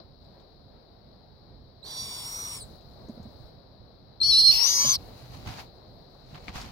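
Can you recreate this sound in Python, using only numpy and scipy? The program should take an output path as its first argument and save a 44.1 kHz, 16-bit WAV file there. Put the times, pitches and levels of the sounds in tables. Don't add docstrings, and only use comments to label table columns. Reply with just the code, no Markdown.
import sys
import numpy as np
from scipy import signal
from scipy.fft import rfft, irfft, next_fast_len
from scipy.io import wavfile
from scipy.ndimage import uniform_filter1d

SR = 44100
rng = np.random.default_rng(int(sys.argv[2]) if len(sys.argv) > 2 else 0)


def transcribe(signal):
    frames = np.atleast_2d(signal).T
    limited = np.clip(frames, -1, 1)
    pcm = np.round(limited * 32767).astype(np.int16)
    wavfile.write(sys.argv[1], SR, pcm)


def voltage_ratio(decibels):
    exponent = np.asarray(decibels, float) / 20
    return 10 ** exponent


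N = 296087
T = np.arange(N) / SR
M = next_fast_len(N)
HZ = np.maximum(np.arange(M // 2 + 1) * SR / M, 1)
PORT_LAG_S = 5.6 / 44100


def unit(x):
    return x / np.sqrt(np.mean(np.abs(x) ** 2))


def pan(left_minus_right_db):
    return voltage_ratio(np.array([[left_minus_right_db], [-left_minus_right_db]]) / 2)


def curve(rows, fade_s=.004):
    s, *columns = np.transpose(rows)
    on = np.clip(np.minimum(T - s[0], s[-1] - T) / fade_s + 1, 0, 1)
    return [np.interp(T, s, c) for c in columns], on


def walk(rate):
    k = int(SR / rate)
    return unit(uniform_filter1d(uniform_filter1d(rng.standard_normal(N), k), k))


def colour(x, table, lo_hz=1, hi_hz=30000):
    hz, *db = np.transpose(table)
    gain = voltage_ratio(np.array([np.interp(np.log(HZ), np.log(hz), d) for d in db]))
    band = 1 / np.sqrt((1 + (lo_hz / HZ) ** 12) * (1 + (HZ / hi_hz) ** 12))
    return irfft(rfft(x, M) * gain * band, M)[..., :N]


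def ports(alike_hz, lag_s=0., most=0.21):
    common = rfft(rng.standard_normal(N), M)
    own = rfft(rng.standard_normal((2, N)), M)
    alike = min(most, 1) / (1 + (HZ / alike_hz) ** 2)
    late = np.exp(-2j * np.pi * HZ * lag_s * np.array([[0], [1]]))
    return irfft(np.sqrt(alike) * common * late + np.sqrt(1 - alike) * own, M)[:, :N]


def streaks(x, depth_db, hold_s):
    _, _, z = signal.stft(x, nperseg=256)
    field = uniform_filter1d(rng.standard_normal(z.shape[1:]), int(hold_s * SR / 128), axis=1)
    return signal.istft(z * voltage_ratio(depth_db * unit(field)), nperseg=256)[1][:, :N]


def membrane(rows, lead, rough, jitter_hz, chaos_hz, chaos_db=0.):
    (hz, db, pan_db), on = curve(rows, 0.0022)
    chaos = unit(walk(chaos_hz) + 1j * walk(chaos_hz))
    beat = np.sqrt(1 - rough) + np.sqrt(rough) * voltage_ratio(chaos_db) * chaos
    phasor = on * beat * np.exp(2j * np.pi * np.cumsum(hz + jitter_hz * walk(148.0)) / SR)
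    port = np.array([[.5], [-.5]])
    return phasor, np.sqrt(2) * voltage_ratio(db + port * pan_db + 1.06) * np.exp(1j * port * lead)


def times(z, k):
    return np.exp(1j * k * np.angle(z))


# (time [s], pitch [Hz], level [dB], left minus right [dB])
LOW_MEMBRANE = [
    [(1.83, 3850, -50.5, -14), (1.85, 4390, -48, -8), (1.88, 4690, -49, -4), (1.94, 4550, -47.5, -5),
     (2.005, 4590, -40.5, -5), (2.045, 4640, -48.5, -9), (2.17, 4640, -46.5, -2), (2.3, 4640, -59, 7),
     (2.585, 4620, -67, 23)],
    [(4.2155, 4116, -19, 4), (4.228, 4234, -23.5, 7), (4.245, 4300, -22, -5), (4.262, 4330, -23, 9),
     (4.28, 4394, -30.5, 16), (4.3, 4394, -18.5, 8), (4.32, 4120, -22, 1), (4.338, 4030, -19, -1)],
    [(4.37, 4070, -19.5, 1), (4.39, 4245, -17, -4.5), (4.41, 4184, -19.5, -6), (4.43, 4224, -21, -3),
     (4.455, 4202, -18, -9), (4.476, 4280, -16, -11), (4.495, 4143, -16.5, -10), (4.512, 4270, -16.5, -7.5)],
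    [(4.535, 4777, -35.5, -8.5), (4.65, 4760, -35, 12), (4.72, 4850, -33, 5.5), (4.76, 5030, -30.5, 2),
     (4.8, 4920, -32.5, 4), (4.9, 4980, -33.5, 3), (4.945, 4620, -31.5, 3.5), (4.97, 4170, -38.5, -2.5)],
]
# (time [s], pitch [Hz], level [dB], left minus right [dB])
HIGH_IN_FIRST = [
    [(1.85, 5600, -58, -4), (1.878, 5820, -53, -9), (1.926, 5630, -45.5, -2), (2.014, 5650, -38, 1.5),
     (2.086, 5560, -47, 4), (2.13, 5640, -42, 1), (2.21, 5496, -46.5, 4)],
    [(2.23, 5500, -47, 6), (2.27, 5610, -39.5, -3), (2.3, 5630, -42.5, 3), (2.358, 5680, -38.5, 0),
     (2.396, 5810, -38.5, 3), (2.412, 5735, -37.5, -1), (2.558, 5580, -44, 0.5), (2.58, 5390, -51, -1.0),
     (2.592, 5260, -50, 1)],
]
# (time [s], pitch [Hz], level [dB], left minus right [dB])
HIGH_IN_SECOND = [
    [(4.23, 5470, -36, 4), (4.27, 5600, -39, 21), (4.335, 5324, -32.5, 19), (4.37, 5346, -31, 11),
     (4.405, 5470, -33, 20), (4.432, 5260, -39, 10), (4.48, 5380, -27, 13), (4.52, 5370, -32.5, 17)],
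    [(4.56, 5340, -33.5, 18.5), (4.62, 5476, -27, 19.5), (4.67, 5910, -28, 16), (4.705, 5986, -32, 19.5),
     (4.725, 5890, -35, 17), (4.76, 5935, -31, 11), (4.8, 5960, -24, 6.5)],
    [(4.822, 6050, -23, 1), (4.84, 6120, -28, 3), (4.86, 6130, -28, 2), (4.885, 6146, -25, 7.5),
     (4.907, 6250, -22, 4.5), (4.928, 6156, -25, 12), (4.935, 5890, -33, 9), (4.95, 5690, -33.5, 5),
     (4.966, 5100, -34, 1)],
]
# (time [s], pitch [Hz], level [dB], left minus right [dB])
SIDE_MEMBRANES = [
    [(4.231, 4490, -29.5, 12), (4.26, 4685, -34, 11), (4.3, 4580, -34, 16), (4.35, 4396, -24.5, -1),
     (4.38, 4430, -26, -1), (4.43, 4540, -29, -1), (4.465, 4500, -30, 1)],
    [(4.64, 6000, -40, 7), (4.67, 6640, -32.5, 6), (4.71, 6600, -30.5, 7), (4.745, 6460, -29.5, 4),
     (4.83, 6640, -34.5, 6), (4.845, 6680, -34, -2)],
    [(2.602, 9650, -51, -1), (2.624, 8650, -48, 17), (2.642, 7840, -66, 12)],
    [(4.522, 4350, -24, -5), (4.545, 4326, -26, -1), (4.63, 4330, -36, 6)],
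    [(4.2045, 4250, -32, 10), (4.208, 4200, -36, 4), (4.2115, 4300, -33, 13)],
    [(4.7, 1060, -57.5, 1), (4.88, 1055, -41.5, 4), (4.955, 1096, -52.5, 2)],
    [(2.592, 5240, -54, -4), (2.608, 4750, -57, -8), (2.63, 4300, -56, -12), (2.646, 3900, -58, -14)],
    [(2.608, 4100, -55, -13), (2.634, 3800, -56, -10)],
    [(4.925, 4990, -40, 4), (4.948, 5180, -28, 5), (4.96, 4630, -31, 4)],
    [(4.85, 6660, -33, 5), (4.92, 6600, -35, 0)],
    [(4.52, 6000, -39, 7), (4.63, 5915, -46, 5)],
    [(4.51, 2800, -38, 3), (4.69, 2780, -47, -12)],
    [(1.86, 3500, -53.5, -9), (1.99, 3620, -47, -5), (2.26, 3630, -55, -5)],
    [(1.86, 3990, -46, -5), (2.1, 4050, -57, 0), (2.56, 3880, -57, 3)],
]
FLUTTER, WHISTLE, SQUEAK, UNDERTONE, CATCH, GROWL = SIDE_MEMBRANES[:6]
GLIDES, HOARSE = SIDE_MEMBRANES[6:9], SIDE_MEMBRANES[9:]
# (time [s], roughness [0-1])
ROUGHNESS = [
    [(1.83, .02), (1.9, .16), (2.03, .18), (2.2, .3), (2.3, .85), (2.57, .85), (2.6, .05)],
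    [(4.51, .003), (4.53, .2), (4.62, .55), (4.7, .5), (4.76, .4), (4.79, .88), (4.93, .9), (4.95, .3)],
]
# (time [s], left lead of the low membrane [rad], of the high one [rad])
HEAD_TURNS = [
    [(1.9, 1.3, .3), (2.2, 1.3, .1), (2.27, 0., 0.), (2.45, .1, -.2), (2.55, 3., .2)],
    [(4.21, .9, .5), (4.26, -.2, 1.2), (4.34, 1.2, -1.2), (4.4, .1, -1.3), (4.5, .6, -1.6),
     (4.535, -1.2, -2.5), (4.62, -1.2, -5.2), (4.74, -1.2, -4.1), (4.9, -1.2, -1.6)],
]
BEAT_SLIPS = [4.4685, 4.482, 4.5113, 4.5165]


def screech(k):
    rough = np.clip(curve(ROUGHNESS[k])[0][0], 0, 1)
    low_lead, high_lead = curve(HEAD_TURNS[k])[0]
    low_rows = (LOW_MEMBRANE[0], LOW_MEMBRANE[1] + LOW_MEMBRANE[2] + LOW_MEMBRANE[3])[k]
    high_rows = (HIGH_IN_FIRST[0] + HIGH_IN_FIRST[1],
                 HIGH_IN_SECOND[0] + HIGH_IN_SECOND[1] + HIGH_IN_SECOND[2])[k]
    low, low_gain = membrane(low_rows, low_lead, rough, jitter_hz=9.47,
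                             chaos_hz=(600, 750)[k], chaos_db=(2, 3)[k])
    high, high_gain = membrane(high_rows, high_lead, (.06, .006)[k] + 0.1 * rough,
                               jitter_hz=(16, 11)[k], chaos_hz=503)
    flutter, flutter_gain = membrane(FLUTTER, low_lead, 0.0078, jitter_hz=14, chaos_hz=300)
    for s in BEAT_SLIPS:
        low = low * np.tanh((T - s) / .0008)
    mirror = voltage_ratio(-11.5) * times(low, 2) * np.conj(flutter)
    mirror = mirror + voltage_ratio(-17.0) * flutter * times(flutter, 1) * np.conj(times(low, 1))
    voice = low * low_gain + high * high_gain
    voice = voice + k * flutter_gain * (flutter + mirror)
    voice = voice + mixing(k, rough, (low, high, flutter), (low_gain, high_gain, flutter_gain))
    return voice.real + throat_air(k, rough)


MIX_ORDERS = [(-1, 1, 0), (2, -1, 0), (-1, 2, 0), (2, 0, 0), (1, 1, 0), (0, 2, 0), (-2, 2, 0), (-1, 3, 0),
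              (0, 1, -1), (1, -1, 1), (0, 2, -1), (1, 0, 1), (0, 0, 2), (0, 1, 1), (0, 3, -1), (-1, 0, 3),
              (1, 2, -2), (3, -1, -1)]
# (first screech [dB], clear cry [dB], torn cry [dB], left minus right [dB])
MIX_LEVELS = [(-24, -39.5, -39.5, -1), (-26, -29, -23.5, -9), (-20, -37.5, -26, 9), (-28, -34, -31, 10.5),
              (-20, -30.5, -32, -7), (-19, -26, -30, 0), (-51, -43, -40, 2), (-40, -45, -40.5, -7),
              (0, -42, -29, 2), (0, -24.5, -30, -1), (0, -33, -23, 9), (0, -35, -30, 2), (0, -23, -31, 2),
              (0, -24, -32, 9), (0, -37, -29, -4), (0, -36, -32.5, -3), (0, -28, -28, 6),
              (0, -42, -32.5, 8)]


def mixing(k, rough, voices, gains):
    out, torn = 0, np.clip(4 * rough, 0, 1)
    efforts = [np.log(np.abs(g).max(axis=0)) for g in gains]
    for orders, (first_db, clear_db, torn_db, pan_db) in zip(MIX_ORDERS, MIX_LEVELS):
        if orders[2] and not k:
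            continue
        used = [(n, z, e) for n, z, e in zip(orders, voices, efforts) if n]
        effort = np.exp(sum(abs(n) * e for n, z, e in used) / np.abs(orders).sum())
        effort = effort * (1 - 0.3 * rough * bool(orders[0]))
        tone = np.prod([np.abs(z) * times(z, n) for n, z, e in used], axis=0)
        db = clear_db + torn * (torn_db - clear_db) if k else first_db
        turn = np.array([[1], [np.exp(-1j * (orders[0] + orders[2]))]])
        out = out + effort * voltage_ratio(db + 2.4 * walk(35.3)) * tone * pan(pan_db) * turn
    return out


# (frequency [Hz], left [dB], right [dB])
THROAT_HISS = [
    [(3760, -97, -108), (5070, -81, -87), (6230, -99, -106), (6600, -71, -83), (7070, -77, -72),
     (7300, -70, -100), (9240, -65, -70), (9650, -76, -84), (10330, -93, -67.5), (11500, -71, -77),
     (12100, -86, -83), (12200, -81, -66.5), (14100, -91, -83), (15300, -74, -72.5),
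     (16500, -101.0, -101.0)],
    [(3700, -54.5, -78.5), (4350, -83, -56.5), (5180, -58, -70), (6000, -62.5, -74), (6600, -75, -86),
     (7140, -69.5, -94), (8900, -67.5, -72.5), (10100, -101, -64), (10600, -70, -64.5), (12150, -76, -58),
     (13400, -79, -68), (14350, -81, -80), (15050, -73.5, -71), (15460, -83.5, -90)],
]
# (frequency [Hz], left [dB], right [dB])
LOW_RASP = [
    [(500, -94, -92), (1060, -70, -73), (1280, -80, -84), (1810, -82.5, -91), (2100, -90, -77.5),
     (2900, -81, -85.5), (3470, -72.5, -70), (4100, -83, -74.5)],
    [(513, -71.5, -74), (1080, -64, -67.5), (1340, -75.5, -71.5), (1700, -70, -77), (2350, -67.5, -59),
     (2360, -86, -82.5), (3170, -82.5, -56.5), (3750, -78, -56)],
]
# (frequency [Hz], left [dB], right [dB])
AIR_LEAK = [(11800, -40, -40), (12300, -.7, -.7), (13300, -.7, -.7), (13700, -40, -40)]


def throat_air(k, rough):
    hiss, rasp = breath(k)
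    air = streaks(ports(30000, PORT_LAG_S, most=.9), depth_db=(2.9, 4.2)[k], hold_s=(.16, .09)[k])
    air = air * voltage_ratio(0.5 * walk(300))
    dull = k * np.clip(1.25 - rough, 0, 1) * colour(colour(air, THROAT_HISS[k]), AIR_LEAK)
    upper = colour(air, THROAT_HISS[k], lo_hz=3600) - dull
    upper = upper / np.std(colour(air, THROAT_HISS[k], lo_hz=7000))
    lower = unit(colour(air, LOW_RASP[k], 310, 5010))
    return voltage_ratio(-5.0) * (hiss * upper + rasp * lower)


# (start [s], end [s], level [dB], rise [s], low rasp re level [dB])
AIR_PUSHES = [
    [(1.835, 2.57, -41.5, 0.1, -2)],
    [(4.225, 4.478, -37, 0.075, -6), (4.507, 4.958, -32.5, 0.004, 1.5)],
]
SWELL_DB_PER_S, RELEASE_SHARE = 4, 0.32
RASP_SAG_DB_PER_S, RASP_RISE_SHARE = (-5, -2.5), 0.38


def breath(k):
    hiss = rasp = 0
    for start, end, db, rise_s, rasp_db in AIR_PUSHES[k]:
        since = np.clip(T - start, 0, end - start)
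        push = voltage_ratio(db) * np.exp(-np.maximum(T - end, 0) / (RELEASE_SHARE * rise_s))
        hiss = hiss + push * voltage_ratio(SWELL_DB_PER_S * since) * (1 - np.exp(-since / rise_s))
        sag = voltage_ratio(rasp_db - RASP_SAG_DB_PER_S[k] * since)
        rasp = rasp + push * sag * (1 - np.exp(-since / (RASP_RISE_SHARE * rise_s)))
    return hiss, rasp


def whistle(*args, **settings):
    phasor, gain = membrane(*args, **settings)
    return phasor * gain


def side_membranes():
    top, top_gain = membrane(WHISTLE, -1.03, 0.029, jitter_hz=21.4, chaos_hz=509)
    out = (top + voltage_ratio(-20.5) * top ** 2) * top_gain
    beat = np.exp(2j * np.pi * 480 * T)
    squeak = whistle(SQUEAK, -1.05, 0.041, jitter_hz=24.6, chaos_hz=498)
    out = out + squeak * (1 + 0.24 * beat + 0.65 / beat)
    out = out + whistle(UNDERTONE, 0.41, 0.93, jitter_hz=31.5, chaos_hz=307)
    out = out + whistle(CATCH, 0.74, .002, jitter_hz=10.7, chaos_hz=500)
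    out = out + whistle(GROWL, 0.35, 0.602, jitter_hz=30.54, chaos_hz=300)
    for rows in GLIDES:
        out = out + whistle(rows, 0.202, 0.2, jitter_hz=24.5, chaos_hz=404.6)
    for rows in HOARSE:
        out = out + whistle(rows, 1.66, 0.93, jitter_hz=25.1, chaos_hz=620)
    return out.real


# (time [s], peak [dB], pitch [Hz], t60 [s])
BOX_BUMPS = [(3.085, -37.5, 350, 0.021), (3.094, -30.5, 231, 0.06), (3.172, -38.5, 230, 0.067),
             (3.197, -35, 190, 0.041), (3.198, -42.5, 84, 0.22), (3.253, -37.5, 222, 0.11),
             (3.283, -43.5, 257, 0.034), (3.27, -40, 100, 0.06), (3.096, -48, 607, 0.046),
             (3.178, -43, 516, 0.031), (3.26, -47, 690, 0.035), (3.397, -41.5, 136, 0.11),
             (3.417, -44, 67, 0.049), (3.44, -41, 55.4, 0.082), (4.277, -43.5, 121, 0.17),
             (4.3, -40.5, 57, 0.16), (4.53, -39, 51.7, 0.25), (4.485, -35.5, 111, 0.12),
             (4.843, -33.5, 235.8, 0.16), (4.859, -33.5, 131.7, 0.23), (5.224, -41.5, 125, 0.39),
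             (5.466, -31, 94.3, 0.099), (6.327, -39, 139, 0.04), (6.347, -38.5, 128, 0.035),
             (6.478, -52, 119, 0.062), (6.555, -32, 135, 0.035), (6.563, -33, 61, 0.033),
             (6.597, -38, 60.5, 0.045)]
# (time [s], peak [dB], pitch [Hz], t60 [s])
EXTRA_KNOCK = (4.848, -31, 580, .045)
PANEL_MODES = [(0.999, 1), (2.6, 0.11), (4.3, 0.046)]
PUSH_CYCLES = 0.5


def bumps():
    out, t = np.zeros((2, N + SR)), T[:SR // 8]
    for s, db, hz, t60 in [*BOX_BUMPS, EXTRA_KNOCK]:
        fall = np.exp(-np.log(1000) * t / max(t60, .005))
        push = 1 - np.exp(-t * hz / PUSH_CYCLES)
        lag = np.array([[0], [-45 / hz]])
        ring = push * sum(size * fall ** (m ** 0.13) * np.sin(2 * np.pi * m * hz * t + lag)
                          for m, size in PANEL_MODES)
        out[:, int(s * SR):][:, :len(t)] += voltage_ratio(db) * ring / np.abs(ring).max()
    return out[:, :N] * np.array([[.8], [1.15]])


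# (time [s], peak [dB], centre [Hz], left minus right [dB])
BEAK_AND_CLAWS = [(0.2444, -67, 7000, 7), (0.401, -58, 3890, 25), (2.81, -51, 4300, 10.5),
                  (3.0874, -50, 6500, 4), (3.231, -53, 6460, 5), (5.37, -51, 4230, 15),
                  (5.465, -55, 1570, 1.5), (6.114, -62, 4390, 7), (6.146, -63, 5500, 2.5),
                  (6.152, -52, 1090, 3.5), (6.2635, -59, 6000, -2), (6.41, -57, 7500, 0),
                  (6.4827, -35.5, 4430, 6), (6.2385, -58, 3990, 2), (6.554, -41, 3880, 3),
                  (6.3463, -40, 3140, -5), (6.354, -42, 1060, 0), (6.603, -39, 5200, 2),
                  (6.482, -29, 2230, 14), (6.4893, -36, 2100, 1), (6.558, -38, 1600, -1),
                  (6.6152, -27, 4770, 4)]


def ticks():
    out, t = np.zeros((2, N + SR)), T[:1024]
    for s, db, hz, pan_db in BEAK_AND_CLAWS:
        crack = np.exp(-t * hz * .5) * (1 - np.exp(-t * hz * 3)) * np.sin(2 * np.pi * hz * t)
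        b, a = signal.butter(2, [hz * .5, min(hz * 1.4, 20000)], "band", fs=SR)
        tail = signal.lfilter(b, a, rng.standard_normal(1024)) * np.exp(-t / 0.036)
        tick = crack / np.abs(crack).max() + 0.16 * tail
        out[:, int(s * SR):][:, :1024] += voltage_ratio(db) * pan(pan_db) * tick
    return out[:, :N]


# (frequency [Hz], left [dB], right [dB])
CLOTH_COLOUR = [(313, -78, -101), (750, -69, -66.5), (1006, -67.5, -78), (1600, -80, -75.5),
                (2320, -77, -76.5), (3500, -79, -79.5), (4640, -75, -80.5), (6700, -87, -92.5),
                (8420, -99.0, -96.5), (11570, -102.0, -96), (15600, -101.0, -99.0)]


def rustle():
    grains = ports(2400, PORT_LAG_S) * voltage_ratio(2.0 * walk(1000) + 2.0 * walk(27))
    scale = np.std(colour(grains, CLOTH_COLOUR, 846, 3800))
    body = colour(grains, CLOTH_COLOUR, 320, 4500)
    sheen = colour(grains, CLOTH_COLOUR, lo_hz=6000)
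    press, slide = strokes()
    return (press * body + voltage_ratio(3.5) * slide * sheen) / scale


# (peak time [s], level [dB], rise [s], fall [s])
RUSTLE_STROKES = [(4.988, -64.5, 0.012, 0.15), (5.43, -54, 0.31, 0.012), (5.392, -57, .006, 0.007),
                  (5.477, -41, 0.016, 0.057), (5.6, -44, 0.085, 0.022), (6.36, -58.5, 0.083, 0.081),
                  (6.472, -55, 0.061, 0.12), (6.354, -46, 0.0062, 0.014), (6.379, -50, 0.0089, 0.0078),
                  (6.482, -39, 0.0012, 0.023), (6.559, -44.5, 0.019, 0.1), (6.657, -44.5, 0.051, 0.045),
                  (6.62, -63, .008, 0.027), (6.685, -65, .02, 0.052)]
SLIDE_S = 0.088


def strokes():
    s, db, rise_s, fall_s = np.transpose(RUSTLE_STROKES)[:, :, None]
    power = (voltage_ratio(db) * np.exp(-np.abs(T - s) / np.where(T < s, rise_s, fall_s))) ** 2
    sliding = np.minimum((rise_s + fall_s) / SLIDE_S, 1)
    return np.sqrt(power.sum(axis=0)), np.sqrt((power * sliding ** 2).sum(axis=0))


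# (frequency [Hz], left [dB], right [dB])
ROOM_COLOUR = [(40, -84.5, -77.5), (127, -83, -79.5), (222, -88.5, -87.5), (704, -87, -90),
               (870, -92, -99.0), (1980, -108.0, -111.0), (2790, -113.0, -117.0), (3500, -106.0, -113.0),
               (4030, -91, -104.0), (5030, -99, -120.0), (6640, -123.0, -132.0), (8000, -133.0, -133.0),
               (12160, -128.0, -126.0), (15600, -120.0, -120.0)]
# (frequency [Hz], left [dB], right [dB])
AIR_COLOUR = [(6000, 8.5, -13.5), (8550, -4.5, -0.5), (16030, 3, 7)]
RUMBLE_DB, HISS_DB, AIR_DB = (-55, 5.5), (-63.5, 5.5), (-100, 36.5)  # (shut [dB], rise when open [dB])
SETTLE_S, SETTLE_DB = 0.015, 14.5
DRAG_DB = -1
CIRCUIT_DB = -80.5


def room():
    ajar = gate()
    rumble_db, hiss_db, air_db = (shut + rise * ajar for shut, rise in (RUMBLE_DB, HISS_DB, AIR_DB))
    settle = voltage_ratio(SETTLE_DB * np.exp(-T / SETTLE_S))
    noise = ports(620, most=0.78)
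    rumble = unit(colour(noise, ROOM_COLOUR, 34, 272.3)) * voltage_ratio(2.0 * walk(11.7))
    rumble = rumble * np.hypot(voltage_ratio(rumble_db), voltage_ratio(DRAG_DB) * strokes()[0])
    tone = colour(noise, ROOM_COLOUR, 355, 2440) * voltage_ratio(1.12 * walk(8.3) - 1.5)
    hiss = colour(noise, ROOM_COLOUR, 3170, 5120)
    tone_and_hiss = (tone + hiss) / np.std(hiss) * voltage_ratio(hiss_db) * settle
    air = unit(colour(streaks(noise, depth_db=5.5, hold_s=0.048), AIR_COLOUR, lo_hz=5890))
    air = air * voltage_ratio(air_db + walk(23))
    circuit = voltage_ratio(CIRCUIT_DB) * unit(colour(noise, ROOM_COLOUR, lo_hz=9130))
    return rumble + tone_and_hiss + air + circuit


# (opens [s], starts closing [s], how far [0-1])
GATE_OPENINGS = [
    (0.214, 0.366, 0.37),
    (1.846, 2.763, 0.97),
    (2.74, 3.47, 0.72),
    (4.212, 5.227, 1.05),
    (5.24, 5.63, 1),
    (5.64, 6.3, 0.59),
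    (6.28, 6.803, 0.74),
]
GATE_OPEN_S, GATE_CLOSE_S = 0.012, 0.13


def gate():
    opens, closes, far = np.transpose(GATE_OPENINGS)[:, :, None]
    opening = np.clip((T - opens) / GATE_OPEN_S + 1, 0, 1)
    closing = np.exp(-np.maximum(T - closes, 0) / GATE_CLOSE_S)
    return np.max(far * opening * closing, axis=0)


def scene():
    voice = screech(0) + screech(1) + side_membranes()
    return (voice + bumps() + ticks() + rustle() + room()) * np.minimum(T / .001, 1)


def band_limit(x):
    return signal.sosfilt(signal.butter(12, 15850, fs=SR, output="sos"), x)


def record(dry):
    top_cut = signal.ellip(10, .3, 80, 15800, fs=SR, output="sos")
    mix = signal.sosfilt(top_cut, dry)
    return band_limit(mix)


dry = scene()
out = record(dry)
transcribe(out)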